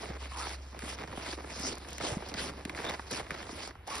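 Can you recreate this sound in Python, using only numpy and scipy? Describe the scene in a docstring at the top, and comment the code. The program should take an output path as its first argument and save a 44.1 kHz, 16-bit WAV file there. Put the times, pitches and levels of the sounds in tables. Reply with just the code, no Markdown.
"""Boots crunch on cold, packed snow: a small child is walking in a padded snowsuit.
Each boot thuds down and crushes grains. The snow creaks as the sole sticks and slips, ice crystals
tick as they shatter, and the icy crust snaps with short falling chirps. The suit swishes as its
fabric rubs. A low hum, like an idling engine, lies under the quiet outdoor air."""
import sys
import numpy as np
from scipy import signal
from scipy.fft import rfft, irfft, next_fast_len
from scipy.io import wavfile

SR = 44100
rng = np.random.default_rng(int(sys.argv[2]) if len(sys.argv) > 2 else 0)


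def pcm_store(signal):
    """Save signal as 16-bit PCM."""
    levels = np.round(np.clip(np.atleast_2d(signal), -1, 1) * 32767)
    wavfile.write(sys.argv[1], SR, levels.astype(np.int16).T)


N = 176400
T = np.arange(N) / SR
FFT_SIZE = next_fast_len(N + SR // 4)
HZ = np.maximum(np.arange(FFT_SIZE // 2 + 1) * SR / FFT_SIZE, 1)

# Tone colour of the outdoor air: (frequency [Hz], relative level [dB])
AIR_COLOUR = [(20, -49), (45, 2), (90, -1), (150, -13), (400, -17), (1000, -18), (3000, -25.5), (6000, -54),
              (12000, -39.5)]
# The hum's slow changes: (time [s], pitch [Hz], level [dB])
HUM_PATH = [(0, 64, -56), (.11, 66.7, -43.5), (.8, 66.6, -47), (1, 66.6, -52.5), (1.4, 68.16, -49),
            (2.2, 68.1, -52.5), (2.801, 69.1, -52), (3.4, 69.1, -55), (4, 67.1, -59.5)]
# Tone colour of the rubbing fabric: (frequency [Hz], relative level [dB])
FABRIC_COLOUR = [(200, -24), (800, -6.5), (2000, -1.5), (3000, 1), (3900, -1.5), (4500, 1.5), (5400, 0.5),
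                 (6500, -5), (8000, -6), (9500, -8), (11000, -9.5), (12000, -38)]
# Legs and sleeves rub: (start [s], peak [s], end [s], level [dB])
SUIT_SWISHES = [(0, 0.019, 0.1, -47), (0.188, 0.24, 0.27, -48), (0.298, 0.35, .35, -49.5),
                (0.372, 0.41, 0.56, -41), (0.808, 0.88, 0.95, -40.5), (0.958, 1.2, 1.44, -61.5),
                (1.162, 1.31, 1.352, -42), (1.461, 1.57, 1.62, -44.5), (1.593, 1.68, 1.73, -36.5),
                (1.736, 1.9, 2.11, -53), (2.016, 2.02, 2.17, -39), (2.207, 2.35, 2.3, -48),
                (2.364, 2.39, 2.503, -37), (2.765, 2.7, 2.91, -46), (2.913, 2.83, 3.1, -53.5),
                (3.11, 3.23, 3.14, -38), (3.15, 3.12, 3.206, -39), (3.3, 3.4, 3.7, -55),
                (3.511, 3.64, 3.696, -45.5), (3.88, 3.9, 4.8, -43.5)]
# Heel and sole land: (time [s], level [dB], pitch [Hz])
BOOT_THUDS = [(.096, -34, 158), (0.833, -33, 238), (1.097, -40, 94), (1.175, -36, 228), (1.599, -37, 263),
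              (2.118, -32.5, 112), (2.167, -27, 189), (2.654, -32, 250), (2.735, -36.5, 274),
              (2.993, -41, 270), (3.116, -39, 111), (3.315, -41, 170), (3.528, -34, 298)]
# Ice crystals shatter: (time [s], relative level [dB])
ICE_TICKS = [(0.791, -27), (1.597, -24), (1.613, -29), (1.754, -28), (1.782, -27.5), (1.887, -28),
             (1.906, -28), (1.931, -25.5), (1.982, -23), (2.288, -29), (2.652, -27), (2.695, -30),
             (3.112, -17.5), (3.308, -28.5), (3.428, -37), (3.676, -29.5), (3.875, -26), (3.955, -22),
             (3.982, -25)]
# The sole sticks and slips: (start [s], peak [s], end [s], level [dB], pitch [Hz])
SNOW_CREAKS = [(0.313, .4, 0.48, -42.5, 993.4), (0.4, 0.36, 0.46, -40.5, 1320),
               (1.635, 1.648, 1.74, -41, 289), (2.027, 2.07, 2.18, -41, 680),
               (2.405, 2.4, 2.58, -47, 240.6), (2.853, 3.1, 2.89, -41.5, 3650),
               (3.875, 3.878, 3.905, -40.5, 819), (3.886, 3.87, 3.87, -43.5, 1503),
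               (3.91, 3.8, 4, -40, 1072)]
# Tone colour of breaking snow: (frequency [Hz], gain [dB])
SNOW_COLOUR = [(100, 0.5), (200, 0.5), (330, 3), (600, 1.5), (1000, 2), (1500, -0.5), (2100, 2.5),
               (3000, -2), (5000, -0.5), (10000, -5)]
# The crust breaks: (time [s], relative level [dB], pitch [Hz])
CRUST_SNAPS = [(0.033, -30.5, 650), (.227, -37, 895), (.319, -32, 1200), (0.371, -31, 1250),
               (.468, -29, 1020), (.746, -33.5, 850), (.792, -31, 1620), (0.822, -30.5, 1430),
               (.987, -31, 1590), (1.128, -28.5, 785), (1.1744, -23.5, 740), (1.386, -34, 770),
               (1.405, -39, 880), (1.649, -29.5, 1210), (1.77, -31, 1010), (1.848, -37, 1430),
               (1.983, -27, 2550), (2.008, -31, 1488), (2.223, -31, 800), (2.341, -21, 4130),
               (2.58, -35.5, 790), (2.652, -23.5, 2530), (2.696, -21, 1927), (2.749, -27.5, 2012),
               (2.777, -27, 1615), (2.798, -26, 634), (2.843, -26.5, 600), (2.944, -29, 1900),
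               (2.995, -24, 1170), (3.177, -29, 1100), (3.267, -33.5, 1600), (3.307, -20.5, 1640),
               (3.403, -30, 1683), (3.428, -31, 1813), (3.492, -30.5, 880), (3.675, -30, 985),
               (3.709, -32.5, 1511), (3.754, -37, 994), (3.983, -37, 1203)]
# A boot presses on the snow: (start [s], peak [s], end [s], level [dB], centre pitch [Hz])
BOOT_PRESSES = [(0, -0.005, 0.17, -43, 646), (0.205, 0, 0.28, -47.5, 910),
                (0.352, 0.473, 0.55, -42.5, 1240), (0.538, 0.2, 0.67, -56, 550),
                (0.727, 0.816, 0.78, -47.5, 453), (0.822, 0.8, 0.96, -43.5, 670),
                (0.97, 1.1, 1.05, -41, 790), (1.069, 0.8, 1.16, -44.5, 605),
                (1.196, 1.5, 1.339, -39.5, 880), (1.375, 1, 1.564, -46, 477), (1.563, 2.2, 1.734, -42, 565),
                (1.73, 1.3, 1.86, -48, 450), (1.837, 1.877, 2.005, -48.5, 530), (2.002, 2, 2.144, -39, 506),
                (2.156, 2.5, 2.415, -44, 514), (2.37, 2.5, 2.506, -40.5, 617), (2.506, 3, 2.63, -48.5, 527),
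                (2.654, 3, 2.89, -44.5, 331), (2.77, 3, 2.95, -38.5, 1150), (2.94, 3.5, 3.42, -49.5, 1100),
                (3.111, 3, 3.215, -39, 610), (3.298, 3, 3.71, -46, 690), (3.576, 3.5, 3.67, -48, 946),
                (3.876, 4, 4.02, -42, 1288)]
# How alike left and right sound: (frequency [Hz], likeness [0 to 1])
STEREO_LIKENESS = [(250, .98), (500, .87), (800, .83), (1200, .64), (1550, .93), (2000, .98), (2250, .85),
                   (2600, .38), (3600, .4), (4000, .68), (4800, .55), (5400, .76), (6000, .43), (6500, .8),
                   (8000, .82), (9000, .5), (10000, .83), (11300, .93)]
# How far the left wave runs ahead of the right: (frequency [Hz], phase [radians])
LEFT_LEAD = [(200, 0), (550, -.83), (1000, -1), (1400, 0), (2200, .1), (2500, .8), (2750, 2.3), (3200, 2.3),
             (3800, .5), (4400, .95), (5100, .1), (5600, .3), (6000, 1.3), (6300, 3.1), (8200, 3.2),
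             (8800, 4.2), (9050, 5.6), (9600, 2 * np.pi)]
# How much louder the left side is: (frequency [Hz], left minus right [dB])
LEFT_LOUDER = [(250, -.2), (520, -3.2), (800, -3.6), (1500, 0), (2000, 0), (2550, -2.8), (3050, 1.4),
               (3700, 1.4), (4250, -3), (4700, -3), (5400, 0)]


def from_db(db):
    """Turn decibels into a number to multiply by."""
    return 10 ** (np.asarray(db) / 20)


def unit_power(x):
    """Scale a signal to an average power of 1."""
    return x / np.sqrt(np.mean(x ** 2) + 1e-20)


def at_hz(table, hz=HZ):
    """Read between a table's rows, on a scale of octaves."""
    frequency, value = np.transpose(table)
    return np.interp(np.log(hz), np.log(frequency), value)


def bell(hz, centre, octaves):
    """A bell curve that favours frequencies near the centre."""
    return np.exp(-(np.log2(hz / centre) / octaves) ** 2 / 2)


def filtered(x, response):
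    """Scale and delay each frequency as the response says."""
    return irfft(rfft(x, FFT_SIZE) * response, FFT_SIZE)[..., :N]


def drift(rate_hz):
    """A random wobble of size about 1, mostly slower than the rate."""
    return unit_power(filtered(rng.standard_normal(N), 1 / (1 + (HZ / rate_hz) ** 2)))


def add(out, time, sound):
    """Mix a sound in at a time in seconds."""
    i = max(int(time * SR), 0)
    out[..., i:i + sound.shape[-1]] += sound[..., :N - i]


def swell(start, peak, end, edge_db, fade_s):
    """Pressure is greatest at the middle of the three sorted times and fades outside start to end."""
    level_db = np.interp(T, np.sort([start, peak, end]), [-edge_db, 0, -edge_db])
    outside = np.maximum(start - T, 0) + np.maximum(T - end, 0)
    return from_db(level_db) * np.exp(-np.minimum(outside / fade_s, 20))


def clicks(per_s, spread_db):
    """Tiny clicks of uneven size at random times."""
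    sizes = from_db(spread_db * np.minimum(rng.exponential(1, N), 4))
    return sizes * (rng.random(N) < per_s / SR)


def air():
    """Outdoor air is a faint, deep noise."""
    noise = rng.standard_normal((2, N))
    return from_db(-54) * unit_power(filtered(noise, from_db(at_hz(AIR_COLOUR))))


def hum():
    """One low tone wavers like an idling engine."""
    times, hz, db = np.transpose(HUM_PATH)
    loudness = from_db(np.interp(T, times, db) + 0.9 * drift(rate_hz=5))
    cycles = np.cumsum(np.interp(T, times, hz)) / SR
    out = np.zeros((2, N))
    out[0] = np.sqrt(2) * loudness * np.sin(2 * np.pi * cycles)
    return out


def suit():
    """Threads catch and slip by the thousand as the padded legs pass each other."""
    swish_power = sum((from_db(db) * swell(start, peak, end, edge_db=6.5, fade_s=0.0089)) ** 2
                      for start, peak, end, db in SUIT_SWISHES)
    catches = clicks(per_s=3500, spread_db=-1) * rng.choice([-1, 1], (2, N))
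    catches *= from_db(drift(rate_hz=34))  # creases make the rubbing uneven
    bands, colour = np.geomspace(900, 10500, 9), from_db(at_hz(FABRIC_COLOUR))
    rub = 0
    for band in np.eye(len(bands)):
        folds = from_db(3.5 * drift(rate_hz=12.8))  # shifting folds favour one band, then another
        rub += filtered(catches, colour * np.interp(HZ, bands, band)) * folds
    standing_still = np.interp(T, [3.679, 3.78, 3.862, 3.873], [0, 1, 1, 0])
    rustle = from_db(-59 - 16 * standing_still)  # the suit settles when the child pauses
    return unit_power(rub) * np.sqrt(swish_power + rustle ** 2)


def thuds(rise_cycles=1.16, roughness=0.42):
    """The snow gives way unevenly under the boot, in one or two dull cycles."""
    out = np.zeros((2, N))
    for time, db, hz in BOOT_THUDS:
        cycles = T[:SR // 10] * hz
        rise = (cycles / rise_cycles) ** 2
        add(out[0], time, from_db(db) * rise * np.exp(1 - rise) * np.sin(2 * np.pi * cycles))
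    return out * (1 + roughness * drift(rate_hz=250))


def ticks(decay_s=0.002):
    """An ice crystal shatters in a tiny, bright burst of noise."""
    out, t = np.zeros((2, N)), T[:SR // 20]
    for time, db in ICE_TICKS:
        burst = np.exp(-t / decay_s) * rng.standard_normal((2, len(t)))
        add(out, time, from_db(db) / 2 * burst)
    return filtered(out, bell(HZ, centre=5830, octaves=0.72))


def creaks(wander_hz=100, rough_db=4):
    """The sole sticks and slips on cold snow, making a rough tone with an unsteady pitch."""
    out = np.zeros((2, N))
    grip = unit_power(from_db(rough_db * drift(rate_hz=260)))
    for start, peak, end, db, hz in SNOW_CREAKS:
        cycles = np.cumsum(hz + wander_hz * drift(rate_hz=260)) / SR
        pressure = from_db(db) * swell(start, peak, end, edge_db=6, fade_s=0.004)
        out[0] += pressure * grip * np.sqrt(2) * np.sin(2 * np.pi * cycles)
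    return out


def crust_chirp(x, lag_scale_s=0.003505):
    """High notes travel faster through the bending crust, so each click becomes a falling chirp."""
    slowness = np.sqrt(1000 / np.maximum(HZ, 120)) - np.sqrt(1000 / 3000)
    lag = lag_scale_s * slowness.clip(0)
    return filtered(x, np.exp(-2j * np.pi * np.cumsum(lag) * SR / FFT_SIZE))


def crust_hold(hold_s=0.012, dip_db=-1.5):
    """The crust bears the weight just before each snap, so the grains get a little quieter."""
    holds = [np.interp(T, [time - 2 * hold_s, time - hold_s, time, time + hold_s / 10], [0, 1, 1, 0])
             for time, _, _ in CRUST_SNAPS]
    return from_db(dip_db * np.max(holds, axis=0))


def snaps(boost_db=3, crumble_db=-22, crumble_s=0.0048):
    """The crust breaks with one sharp pulse, then crumbles for a few milliseconds."""
    out, size = np.zeros((2, N)), 2048
    t = (np.arange(size) - size // 4) / SR
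    hz = np.maximum(np.arange(size // 2 + 1) * SR / size, 1)
    for time, db, pitch in CRUST_SNAPS:
        body = from_db(-2) / (1 + (hz / pitch / 2) ** 2)
        colour = (bell(hz, pitch, octaves=0.52) + body) * from_db(at_hz(SNOW_COLOUR, hz))
        fade = (t > 0) * np.exp(-np.abs(t) / crumble_s)
        crack = from_db(crumble_db) * rng.standard_normal((2, size)) * fade
        crack[0] += (t == 0) * rng.choice([-1, 1])  # the sharp pulse
        snap = irfft(rfft(crack) * colour) / irfft(colour)[0]
        add(out, time + t[0], from_db(db + boost_db) * snap)
    return out


def crunch(clump_db=1.78, ring_cycles=5.34, settling_db=-68):
    """Grains break in clumps under the boot; each rings briefly, around the pitch of that press."""
    breaks = clicks(per_s=1200, spread_db=2) * from_db(clump_db * drift(rate_hz=87))
    press_power = np.array([from_db(db) * swell(start, peak, end, edge_db=5, fade_s=0.0056)
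                            for start, peak, end, db, _ in BOOT_PRESSES]) ** 2
    centres, pitches = np.array(BOOT_PRESSES)[:, 4], np.geomspace(130, 8000, 16)
    shares = bell(pitches[:, None], centres, octaves=1.28)
    shares /= shares.sum(0)  # each press shares its power among the pitches
    out = 0
    for hz, share in zip(pitches, shares):
        decay, angle = from_db(-60 * hz / (ring_cycles * SR)), 2 * np.pi * hz / SR
        kicks = breaks * rng.standard_normal((2, N)) + 1e-12 * T
        rings = signal.lfilter([1, 0, -1], [1, -2 * decay * np.cos(angle), decay ** 2], kicks)
        settling = share.mean() * from_db(settling_db) ** 2  # loose snow, heard between steps
        out += unit_power(rings) * np.sqrt(share @ press_power + settling)
    return filtered(out, from_db(at_hz(SNOW_COLOUR)))


def microphone(direct, scattered):
    """Two openings, each with its own delay and colour, hear direct sound alike, scattered opposed."""
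    alike = np.clip(at_hz(STEREO_LIKENESS), 0, np.sqrt(0.98))
    sides = np.array([[1], [-1]])  # left, right
    colour = from_db(sides * at_hz(LEFT_LOUDER) / 2) * np.exp(1j * sides * at_hz(LEFT_LEAD) / 2)
    shared = filtered(direct, colour * np.sqrt((1 + alike) / 2))
    opposed = filtered(scattered, sides * colour * np.sqrt((1 - alike) / 2))
    return shared + opposed


def scene():
    """Mix the walk into stereo. Every source has two rows: direct sound and scattered sound."""
    snow = crust_chirp(crunch() * crust_hold() + snaps())
    direct, scattered = air() + hum() + suit() + thuds() + ticks() + creaks() + snow
    return microphone(direct, scattered)


def record(dry):
    """Cut the highest treble steeply."""
    cutoff_hz = 11900
    return filtered(dry, 1 / np.sqrt(1 + (HZ / cutoff_hz) ** 160))


dry = scene()
out = record(dry)
pcm_store(out)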